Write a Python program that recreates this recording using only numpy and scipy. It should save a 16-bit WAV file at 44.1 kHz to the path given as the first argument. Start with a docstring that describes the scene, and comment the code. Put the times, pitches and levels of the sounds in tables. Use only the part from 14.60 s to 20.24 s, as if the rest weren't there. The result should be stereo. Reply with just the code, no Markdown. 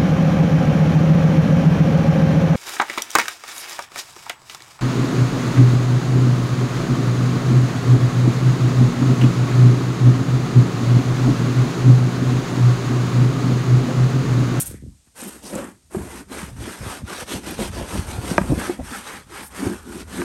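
"""A hand brush scrubs a padded velvet sofa back and forth, close by, in a living room.
It starts with quick swishes of the bristle tips and light bumps of the hand. Then the bristles rasp and
hiss over the cloth, a few snap free, and the cushion thuds where the hand leans in or turns.
The strokes get quicker, and near 3.8 seconds the brush's hard back knocks loudly on the sofa's frame.
Slower strokes follow, and a lighter knock comes at the very end."""
import sys
import numpy as np
from scipy import signal
from scipy.fft import rfft, irfft, next_fast_len
from scipy.io import wavfile
from scipy.ndimage import uniform_filter1d

SR = 44100
rng = np.random.default_rng(int(sys.argv[2]) if len(sys.argv) > 2 else 0)


def generate_wav(sig):
    """Save sig (samples, or channels by samples) to the path in sys.argv[1] as 16-bit PCM at SR."""
    pcm = np.round(np.clip(np.atleast_2d(sig).T, -1, 1) * 32767).astype(np.int16)
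    wavfile.write(sys.argv[1], SR, pcm)


N = 248705


# Sweeps of the brush. Each row: start, time speeding up and time slowing down in seconds, then relative
# levels in dB for the weave's rasp, the pile's hiss, the tips' sizzle, the dull rub and the drumming.
STROKE_ROWS = [(-0.12, 0.073, 0.27, -48.5, -48.5, -40, -49, -49.5),
               (0.541, 0.059, 0.28, -44.5, -48.5, -41.5, -43.5, -40.5),
               (0.8, 0.074, 0.21, -46.5, -46, -42.5, -41.5, -41),
               (0.905, 0.06, 0.2, -39, -55, -45, -38.5, -32.5),
               (1.298, 0.042, 0.33, -45.5, -59, -47, -40.5, -40),
               (1.329, 0.26, 0.06, -42, -48.5, -45.5, -45.0, -37.5),
               (1.674, 0.072, 0.23, -38.5, -43.5, -41.5, -38, -34),
               (1.926, 0.15, 0.18, -38.5, -42.5, -42, -42.5, -36.5),
               (2.135, 0.18, 0.13, -37, -41, -41, -36.5, -43),
               (2.437, 0.087, 0.051, -35, -40, -41.5, -37.5, -37.5),
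               (2.51, 0.088, 0.066, -37, -37.5, -39.5, -39, -36.5),
               (2.644, 0.084, 0.1, -35, -34.5, -36.5, -33, -28),
               (2.793, 0.1, 0.11, -37, -38.5, -41, -37, -32),
               (2.949, 0.071, 0.11, -34, -35.5, -36.5, -34.5, -37),
               (3.091, 0.074, 0.16, -37.5, -39.5, -42.5, -40, -48),
               (3.209, 0.13, 0.16, -35.5, -38, -39, -34, -37),
               (3.436, 0.063, 0.17, -38, -40.5, -41, -37.5, -39.5),
               (3.569, 0.14, 0.12, -36, -38.0, -38, -32.5, -29),
               (3.721, 0.13, 0.48, -40.5, -46, -44, -37.5, -34.5),
               (3.947, 0.071, 0.18, -32.5, -39, -39, -32.5, -30),
               (4.175, 0.19, 0.087, -36, -41.5, -40, -44, -35.5),
               (4.392, 0.092, 0.19, -38.5, -42, -43.5, -42, -51),
               (4.644, 0.16, 0.09, -38.5, -43.5, -44.5, -44.5, -50.5),
               (4.873, 0.13, 0.29, -36, -44, -41.5, -40, -59), (5.18, 0.23, 0.04, -42, -47, -45, -44, -34),
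               (5.431, 0.17, 0.151, -38, -43, -41.5, -38, -35)]

def brush_strokes(speed_power=1.79, drag_db=-15, drag_s=0.03, ease_s=0.011):
    """A faster hand rubs louder. Gives five loudness curves, one for each sound of a stroke."""
    t, power = np.arange(N) / SR, np.zeros((5, N))
    for start, rise, fall, *levels_db in STROKE_ROWS:
        end = start + rise + fall
        moving = (t > start) & (t < end)
        speed = np.sin(np.pi / 2 * np.interp(t[moving], [start, start + rise, end], [0, 1, 0]))
        power[:, moving] += np.outer(from_db(levels_db), speed ** speed_power) ** 2
    # Bent tufts drag on through each turn and round off every start and stop.
    fade = np.exp(-1 / (drag_s * SR))
    drag = from_db(drag_db) ** 2 * signal.lfilter([1 - fade], [1, -fade], power)
    return uniform_filter1d(np.sqrt(power + drag), 1 + int(2 * ease_s * SR), axis=1)


# The tone of the weave, the pile (velvet's fuzz) and the tips. 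Each row: pitch in Hz, relative level in dB.
WEAVE_TONE = [(500, -51), (780, -3.5), (980, -0.5), (1090, -4.5), (1220, 0), (1380, -0.5), (1580, -1.5),
              (1950, -5), (2600, -9), (3600, -20), (6000, -71)]
PILE_TONE = [(1500, -27), (2400, -2), (3100, 1), (4300, -2.5), (5500, -3), (6400, -3.5), (7300, -27.5),
             (8500, -15), (12000, -52)]
TIP_TONE = [(5000, -11), (7000, -4.5), (8200, -1), (9200, 1), (10500, 1.5), (11400, -1.5), (12300, -14),
            (13000, -13.5), (13600, -62), (16000, -19.5)]

def bristles(rasp, hiss, sizzle, tips_db=3.5, resting_db=-67):
    """Thousands of bristles slip over the cloth. Tufts catch and the grip varies, so the sound flutters."""
    weave = stereo_noise(slips(5000, 0.23), tone(WEAVE_TONE))
    weave = splaying_tufts(weave, depth_db=2.5, width_hz=41, hold_s=0.033)
    pile = stereo_noise(slips(18000, 0.99), tone(PILE_TONE))
    pile = splaying_tufts(pile, depth_db=2.35, width_hz=210, hold_s=0.02)
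    tips = stereo_noise(slips(15000, 0.35), tone(TIP_TONE))
    tip_gain = from_db(tips_db) * np.hypot(sizzle, from_db(resting_db))  # resting tips still sizzle
    catch_db = 0.99 * drift(hz=80)
    grip_db = 0.6 * drift(hz=22)
    return from_db(catch_db + grip_db) * (rasp * weave + hiss * pile + tip_gain * tips)


def splaying_tufts(sound, depth_db, width_hz, hold_s):
    """Some pitches swell and others fade as the tufts spread and the hand moves over the cloth."""
    f, t, spectrum = signal.stft(sound, SR, nperseg=1024)
    swell = rng.standard_normal(spectrum.shape[1:])
    for axis, (step, width) in enumerate([(f[1], width_hz), (t[1], hold_s)]):  # smooth pitch, then time
        bell = np.exp(-(np.arange(-25, 26) * step / width) ** 2)
        swell = signal.fftconvolve(swell, np.expand_dims(bell, 1 - axis), "same")
    spectrum = spectrum * from_db(depth_db * rms_one(swell))
    return rms_one(signal.istft(spectrum, SR)[1][:, :N])


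# The hand leans in. Each row: time of most weight and time to let go in seconds, then relative levels
# in dB for the dull rub, the cover's drumming and the padding's rumble.
HAND_LEANS = [(0.958, 0.055, -43, -35, -50), (1.385, 0.042, -43, -29.5, -44), (2.085, 0.019, -42, -31, -50),
              (2.624, 0.012, -33, -38, -39), (2.758, 0.016, -54, -38, -29), (3.018, 0.03, -30, -28.5, -32),
              (3.192, 0.042, -30, -29, -36), (3.352, 0.026, -32, -24.5, -42), (3.715, 0.017, -44, -44, -44),
              (3.915, 0.028, -28, -18.5, -32), (5.046, 0.056, -35, -18.5, -49),
              (5.601, 0.023, -49, -19, -48)]
# How hard the padding shakes. Each row: time in seconds, relative level in dB.
PADDING_SHAKE = [(0.0, -51), (0.11, -41), (0.19, -47.5), (0.28, -42), (0.44, -69), (1.0, -51), (1.22, -61),
                 (1.32, -59), (1.375, -35), (1.65, -52.5), (2.01, -35), (2.15, -59), (2.24, -32.5),
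                 (2.37, -59), (2.43, -28), (2.5, -59), (2.95, -42), (3.1, -34), (3.22, -38.5), (3.31, -45),
                 (3.39, -24), (3.46, -39), (3.86, -32.5), (3.93, -24), (4.13, -58), (4.21, -32.5),
                 (4.34, -52), (4.68, -52), (5.4, -46.5), (5.64, -44.5)]
# Notes of the tight cover. Each row: pitch in Hz, width in Hz, relative level in dB.
COVER_NOTES = [(194.3, 23.6, 2), (272.7, 50, 0), (355.4, 30, 1), (434, 41, -6.5)]
# The tone of the rub and of the rumble. Each row: pitch in Hz, relative level in dB.
RUB_TONE = [(250, -5), (430, 1), (510, 1), (575, 1.5), (650, -1.5), (730, -1), (880, -4.5), (1100, -5),
            (1600, -54)]
PADDING_TONE = [(20, -25), (35, -7.5), (50, -2), (65, 4), (110, -4), (160, -8.5), (260, -11), (600, -64)]

def cushion(rubbing, drumming, rub_db=-1, cover_db=-2, padding_db=3, cover_top_hz=480):
    """Bent tufts rub and drum on the tight cover, harder where the hand leans in. 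The padding rumbles."""
    t, f = np.arange(N) / SR, frequencies() + 1
    lurch = from_db(3.5 * drift(hz=18))
    shaking = from_db(np.interp(t, *np.transpose(PADDING_SHAKE)))
    gains = np.array([rubbing, drumming * lurch, shaking])
    for at, let_go, *levels_db in HAND_LEANS:
        width_s = np.where(t < at, 0.54 * let_go, let_go)  # the weight comes on faster than it leaves
        weight = np.exp(-.5 * ((t - at) / width_s) ** 2)
        gains = np.hypot(gains, np.outer(from_db(levels_db), weight))
    notes = sum((-1) ** k * from_db(db) / (1 + 1j * (f * f - hz * hz) / (f * width))
                for k, (hz, width, db) in enumerate(COVER_NOTES))
    rub = gains[0] * stereo_noise(slips(2500, 1.5), tone(RUB_TONE))
    cover = gains[1] * stereo_noise(slips(2000, 1.0), notes / (1 + (f / cover_top_hz) ** 8))
    padding = gains[2] * stereo_noise(slips(2000, 1.0), tone(PADDING_TONE))
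    return from_db(rub_db) * rub + from_db(cover_db) * cover + from_db(padding_db) * padding


# Brief ringing of the tufts and the hollow under the brush. Each row: loudest moment in seconds,
# half length in seconds, pitch in Hz, width in Hz, level in dB.
HOLLOW_RINGS = [(0.13, 0.032, 1490, 250, -59.5), (0.171, 0.036, 2020, 550, -57.5),
                (0.33, 0.012, 950, 400, -68), (0.477, 0.0093, 1300, 1300, -66.5),
                (0.865, 0.021, 5360, 2200, -43.5), (0.978, 0.037, 548, 89.5, -32.5),
                (0.99, 0.036, 2580, 900, -47), (1.0, 0.04, 1125, 90, -45), (1.53, 0.053, 920, 200, -49),
                (1.79, 0.042, 1000, 300, -47), (1.81, 0.049, 2230, 1200, -44.5),
                (2.09, 0.054, 1750, 500, -44.5), (2.3, 0.032, 1020, 350, -38.5),
                (3.549, 0.051, 770, 169, -42.5), (4.204, 0.011, 610, 200, -33.5),
                (4.34, 0.045, 1580, 460, -40), (4.511, 0.044, 1110, 350, -44),
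                (4.52, 0.052, 1931, 603, -41.5), (4.575, 0.026, 230, 180, -41.5),
                (4.731, 0.025, 370, 120, -44), (4.779, 0.042, 1220, 400, -44.5),
                (4.787, 0.032, 2120, 700, -43), (5.411, 0.016, 3600, 3000, -43),
                (5.603, 0.035, 1500, 500, -42)]

def hollows(slips_per_s=3000, side_share=0.48):
    """Slipping bristles stir up brief ringing, which makes a stroke sound hollow or biting."""
    out = np.zeros((2, N + SR))
    for at, half, hz, width_hz, db in HOLLOW_RINGS:
        span = np.arange(max(int((at - 3 * half) * SR), 0), int((at + 3 * half) * SR))
        ticks = rng.standard_normal((3, len(span))) * (rng.random((3, len(span))) < slips_per_s / SR)
        band_hz = [hz - width_hz / 2, hz + width_hz / 2]
        ringing = filtered(ticks[0] + side_share * ticks[1:], "band", band_hz)
        swell = np.exp(-.5 * ((span / SR - at) / half) ** 2)
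        out[:, span] += from_db(db) * rms_one(ringing) * swell
    flutter = from_db(0.5 * drift(hz=60))
    return out[:, :N] * flutter


# Quick flicks of the tips. Each row: middle in seconds, level in dB, half length in seconds.
TIP_FLICKS = [(0.008, -18.5, 0.023), (0.07, -27, 0.012), (0.101, -40.5, 0.025), (0.684, -35.5, 0.011),
              (4.856, -39, 0.031)]
# Their tone. Each row: pitch in Hz, relative level in dB.
FLICK_TONE = [(1000, -32), (4800, -24.5), (7000, -13), (8000, -10), (9400, -0.5), (10700, -1.5),
              (12000, -7.5), (13400, -31), (16000, -20)]

def flicks():
    """The tips alone skim the cloth in short, bright swishes that start and stop sharply."""
    t = np.arange(N) / SR
    swell = sum(from_db(db) / (1 + ((t - at) / half) ** 6) for at, db, half in TIP_FLICKS)
    return swell * stereo_noise(slips(18000, 0.81), tone(FLICK_TONE))


# Soft blows into the padding. 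Each row: start in seconds, the thud's relative level in dB, its pitch
# in Hz, the cloth pat's relative level in dB.
CUSHION_THUDS = [(0.623, -27.5, 237, -35), (0.932, -23, 276, -30), (0.957, -20, 205, -22.5),
                 (1.347, -12, 374, -30), (1.366, -13, 194, -43), (1.829, -21, 175, -54),
                 (1.925, -26.5, 122.1, -57.5), (2.006, -21, 103, -38), (2.231, -22, 105, -35.5),
                 (2.418, -22, 108, -40), (2.752, -17.5, 196, -30), (2.991, -14.5, 222, -21.5),
                 (3.377, -20, 80, -52), (3.477, -18, 94, -56), (3.581, -13, 104, -30),
                 (3.711, -11, 183, -24), (3.81, -9, 182, -43), (3.9, -7, 141, -29), (3.92, -9.5, 302, -22),
                 (3.974, -14, 231, -34), (4.095, -10.5, 355, -49), (4.19, -19, 255, -36),
                 (4.318, -23.5, 232, -51), (5.059, -15, 98, -50), (5.066, -15.5, 353, -40)]

def thuds(thud_db=-3, pat_db=5.5, pat_hz=520, push_cycles=0.71, fade_s=0.064):
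    """The cloth pats as it is touched, then the push sets the cushion swinging for a moment."""
    out, t = np.zeros(N), np.arange(SR // 3) / SR
    pat = filtered(ring(pat_hz, fade_s=0.016), "low", 2.9 * pat_hz)
    for start, db, hz, cloth_db in CUSHION_THUDS:
        swing = ring(hz, fade_s) + from_db(-17) * ring(2.1 * hz, fade_s)
        build_up = 1 - np.exp(-(t * hz / push_cycles) ** 2)
        add(out, start, db + thud_db, swing * build_up)
        add(out, start, cloth_db + pat_db, pat)
    return out


# Notes of the brush's back and the sofa's frame. Each row: pitch in Hz, relative level in dB,
# seconds to fade by 60 dB.
FRAME_NOTES = [(183, -3, 0.16), (343, 0.5, 0.041), (574, 5, 0.031), (669, 6, 0.024), (944, 3.5, 0.028),
               (1210, 2.5, 0.026), (1605, 3, 0.023), (1945, 2, 0.01), (2410, 0.5, 0.012), (5960, 3, 0.0031)]
# The brush hits the frame. Each row: start in seconds, peak in dB, bass cut in Hz, treble cut in Hz.
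FRAME_KNOCKS = [(1.3469, -21.5, 198, 1000), (3.78, 0, 120, 4000), (3.816, -20, 900, 2500),
                (5.617, -17, 1100, 4000), (5.6222, -37, 1100, 2500)]

def knocks(crack_db=-17, crack_fade_s=0.02):
    """Hard blows crack and ring the frame. Padding dulls them, and light taps leave the low notes still."""
    out, t = np.zeros(N), np.arange(SR // 3) / SR
    ringing = sum((-1) ** k * from_db(db) * ring(hz, fade_s)
                  for k, (hz, db, fade_s) in enumerate(FRAME_NOTES))
    crack = from_db(crack_db) * rng.standard_normal(len(t)) * fade_out(t, crack_fade_s)
    for start, db, bass_hz, treble_hz in FRAME_KNOCKS:
        knock = filtered(ringing, "low", treble_hz) + filtered(crack, "low", 2 * treble_hz)
        add(out, start, db, filtered(knock, "high", bass_hz))
    return out


# The hand bumps the sofa. Each row: start in seconds, peak in dB, starting pitch in Hz.
HAND_BUMPS = [(0.087, -38, 400), (0.098, -33, 200), (0.11, -32, 710), (0.129, -38, 380), (0.141, -29, 650),
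              (0.222, -37, 560), (0.236, -32.5, 533), (0.245, -33, 300), (0.262, -37, 610),
              (0.275, -30.5, 140), (0.289, -41, 460), (0.47, -52, 520), (2.205, -27, 300),
              (2.262, -25, 300), (3.212, -23, 650), (3.385, -19, 200)]

def bumps(end_hz=72, settle_s=0.00503, fade_s=0.08, attack_s=0.0025):
    """Each soft bump of the hand dives quickly into the bass as the padding gives way."""
    out, t = np.zeros(N), np.arange(SR // 3) / SR
    build_up = 1 - np.exp(-(t / attack_s) ** 2)
    for start, db, start_hz in HAND_BUMPS:
        hz = end_hz + (start_hz - end_hz) * np.exp(-t / settle_s)
        swing = np.sin(2 * np.pi * np.cumsum(hz) / SR) * fade_out(t, fade_s)
        add(out, start, db, swing * build_up)
    return out


# Single bristles snap free. Each row: start in seconds, peak in dB, pitch in Hz.
BRISTLE_SNAPS = [(0.617, -18, 8600), (0.639, -25, 11400), (0.953, -19, 9000), (0.957, -23, 7800),
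                 (1.043, -26, 9000), (2.911, -22, 11000)]

def snaps(fade_s=0.006):
    """A bent bristle springs free with a short, bright tick."""
    out, t = np.zeros(N), np.arange(SR // 20) / SR
    for start, db, hz in BRISTLE_SNAPS:
        burst = rng.standard_normal(len(t)) * fade_out(t, fade_s)
        add(out, start, db, filtered(burst, "band", [0.85 * hz, 1.05 * hz]))
    return out


def room_echo(sound, level_db=-20, fade_s=0.2):
    """The living room answers with a short, dull echo, different on each side."""
    t = np.arange(SR // 3) / SR
    tail = filtered(rng.standard_normal((2, len(t))), "low", 2000) * fade_out(t, fade_s) * (t > .004)
    tail /= np.sqrt(np.sum(tail ** 2))
    return from_db(level_db) * signal.fftconvolve(sound[None], tail, axes=1)[:, :N]


# The tone of the quiet room. Each row: pitch in Hz, relative level in dB.
QUIET_TONE = [(20, -13), (55, -2), (120, -17), (400, -19), (1500, -24.5), (9000, -17), (14000, -50)]

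def quiet_room(level_db=-62):
    """A faint, steady rumble and hiss lies under everything."""
    return from_db(level_db) * stereo_noise(rng.standard_normal((3, N)), tone(QUIET_TONE))


def slips(per_s, spread_db):
    """Three streams of tiny slips of uneven size: one shared, one for the left, one for the right."""
    happens = rng.random((3, N)) < per_s / SR
    sizes = rng.standard_normal((3, N))
    return happens * sizes * from_db(spread_db * np.abs(sizes))


# How alike left and right sound. Each row: pitch in Hz, likeness from 0 to 1.
SIDE_LIKENESS = [(60, .8), (350, .8), (700, .52), (2500, .66), (5300, .66), (7200, .6), (8400, .92),
                 (9300, .86), (10200, .98), (11200, .86)]

def stereo_noise(streams, gains):
    """Give three streams a tone and mix them into a partly alike left and right, at level 1."""
    alike = np.clip(over_hz(SIDE_LIKENESS), 0, 1)
    spectra = rfft(streams.astype(np.float32), 2 * (len(alike) - 1))
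    pair = gains * (spectra[0] * np.sqrt(alike) + spectra[1:] * np.sqrt(1 - alike))
    return rms_one(irfft(pair.astype(np.complex64))[:, :N])


def from_db(db):
    """Turn decibels into a number to multiply by."""
    return 10 ** (np.asarray(db) / 20)


def rms_one(x):
    """Scale to an average (rms) level of 1."""
    return x / np.sqrt(np.mean(x ** 2) + 1e-20)


def frequencies():
    """The pitches in Hz at which a tone is shaped."""
    return np.fft.rfftfreq(2 * next_fast_len(N // 2 + SR // 4), 1 / SR)


def over_hz(points):
    """Fill in a table's values for every pitch."""
    hz, value = np.transpose(points)
    return np.interp(np.log(frequencies() + 1), np.log(hz), value)


def tone(points):
    """Turn a table of dB levels into a gain for every pitch."""
    return from_db(over_hz(points))


def shaped(sound, gains):
    """Multiply each pitch in a sound by its own gain."""
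    size = 2 * (gains.shape[-1] - 1)
    return irfft(rfft(sound, size) * gains, size)[..., :N]


def filtered(sound, keep, hz):
    """Keep the "low" part, the "high" part or a "band" of a sound."""
    return signal.sosfilt(signal.butter(2, hz, keep, fs=SR, output="sos"), sound)


def drift(hz):
    """A smooth random wobble. More Hz makes it quicker."""
    return rms_one(shaped(rng.standard_normal(N), np.exp(-(frequencies() / hz) ** 2)))


def fade_out(t, fade_s):
    """Die away by 60 dB in fade_s seconds."""
    return from_db(-60 * t / fade_s)


def ring(hz, fade_s):
    """One struck note dying away."""
    t = np.arange(SR // 3) / SR
    return np.sin(2 * np.pi * hz * t) * fade_out(t, fade_s)


def add(out, start_s, peak_db, sound):
    """Place a sound at its time and peak level."""
    at = max(round(start_s * SR), 0)
    out[at:at + len(sound)] += (from_db(peak_db) * sound / np.abs(sound).max())[:N - at]


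def scene():
    """Scrubbing and blows over the quiet room. Only the blows echo."""
    rasp, hiss, sizzle, rubbing, drumming = brush_strokes()
    scrubbing = bristles(rasp, hiss, sizzle) + flicks() + cushion(rubbing, drumming) + hollows()
    blows = thuds() + bumps() + knocks() + snaps()
    return scrubbing + blows + quiet_room() + room_echo(blows)


# Which side is louder. Each row: pitch in Hz, left minus right in dB.
SIDE_BALANCE = [(60, .8), (300, .3), (650, 1.8), (1100, -.5), (2000, 2.8), (4500, 3), (7500, 1.5),
                (8500, .2)]
# Which side's wave comes first. Each row: pitch in Hz, the left's lead in radians.
SIDE_LEAD = [(400, 0), (2100, -.1), (2900, 1), (4200, .5), (5300, .6), (6700, 0), (7450, 1), (8700, 0),
             (9500, -1.8), (10200, -3.14), (11000, -4.3), (11800, -6.28)]

def record(dry, low_cut_hz=38, high_cut_hz=15850):
    """Left and right differ in level and timing. 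Peaks are clipped, deep bass is trimmed,
    and the highest treble is cut off sharply."""
    sides = np.array([[.5], [-.5]])
    side_gains = from_db(sides * over_hz(SIDE_BALANCE)) * np.exp(1j * sides * over_hz(SIDE_LEAD))
    heard = filtered(shaped(dry, side_gains), "high", low_cut_hz)
    top_cut = 1 / np.sqrt(1 + (frequencies() / high_cut_hz) ** 200)
    return shaped(np.clip(heard, -1, 1), top_cut)


dry = scene()
out = record(dry)
generate_wav(out)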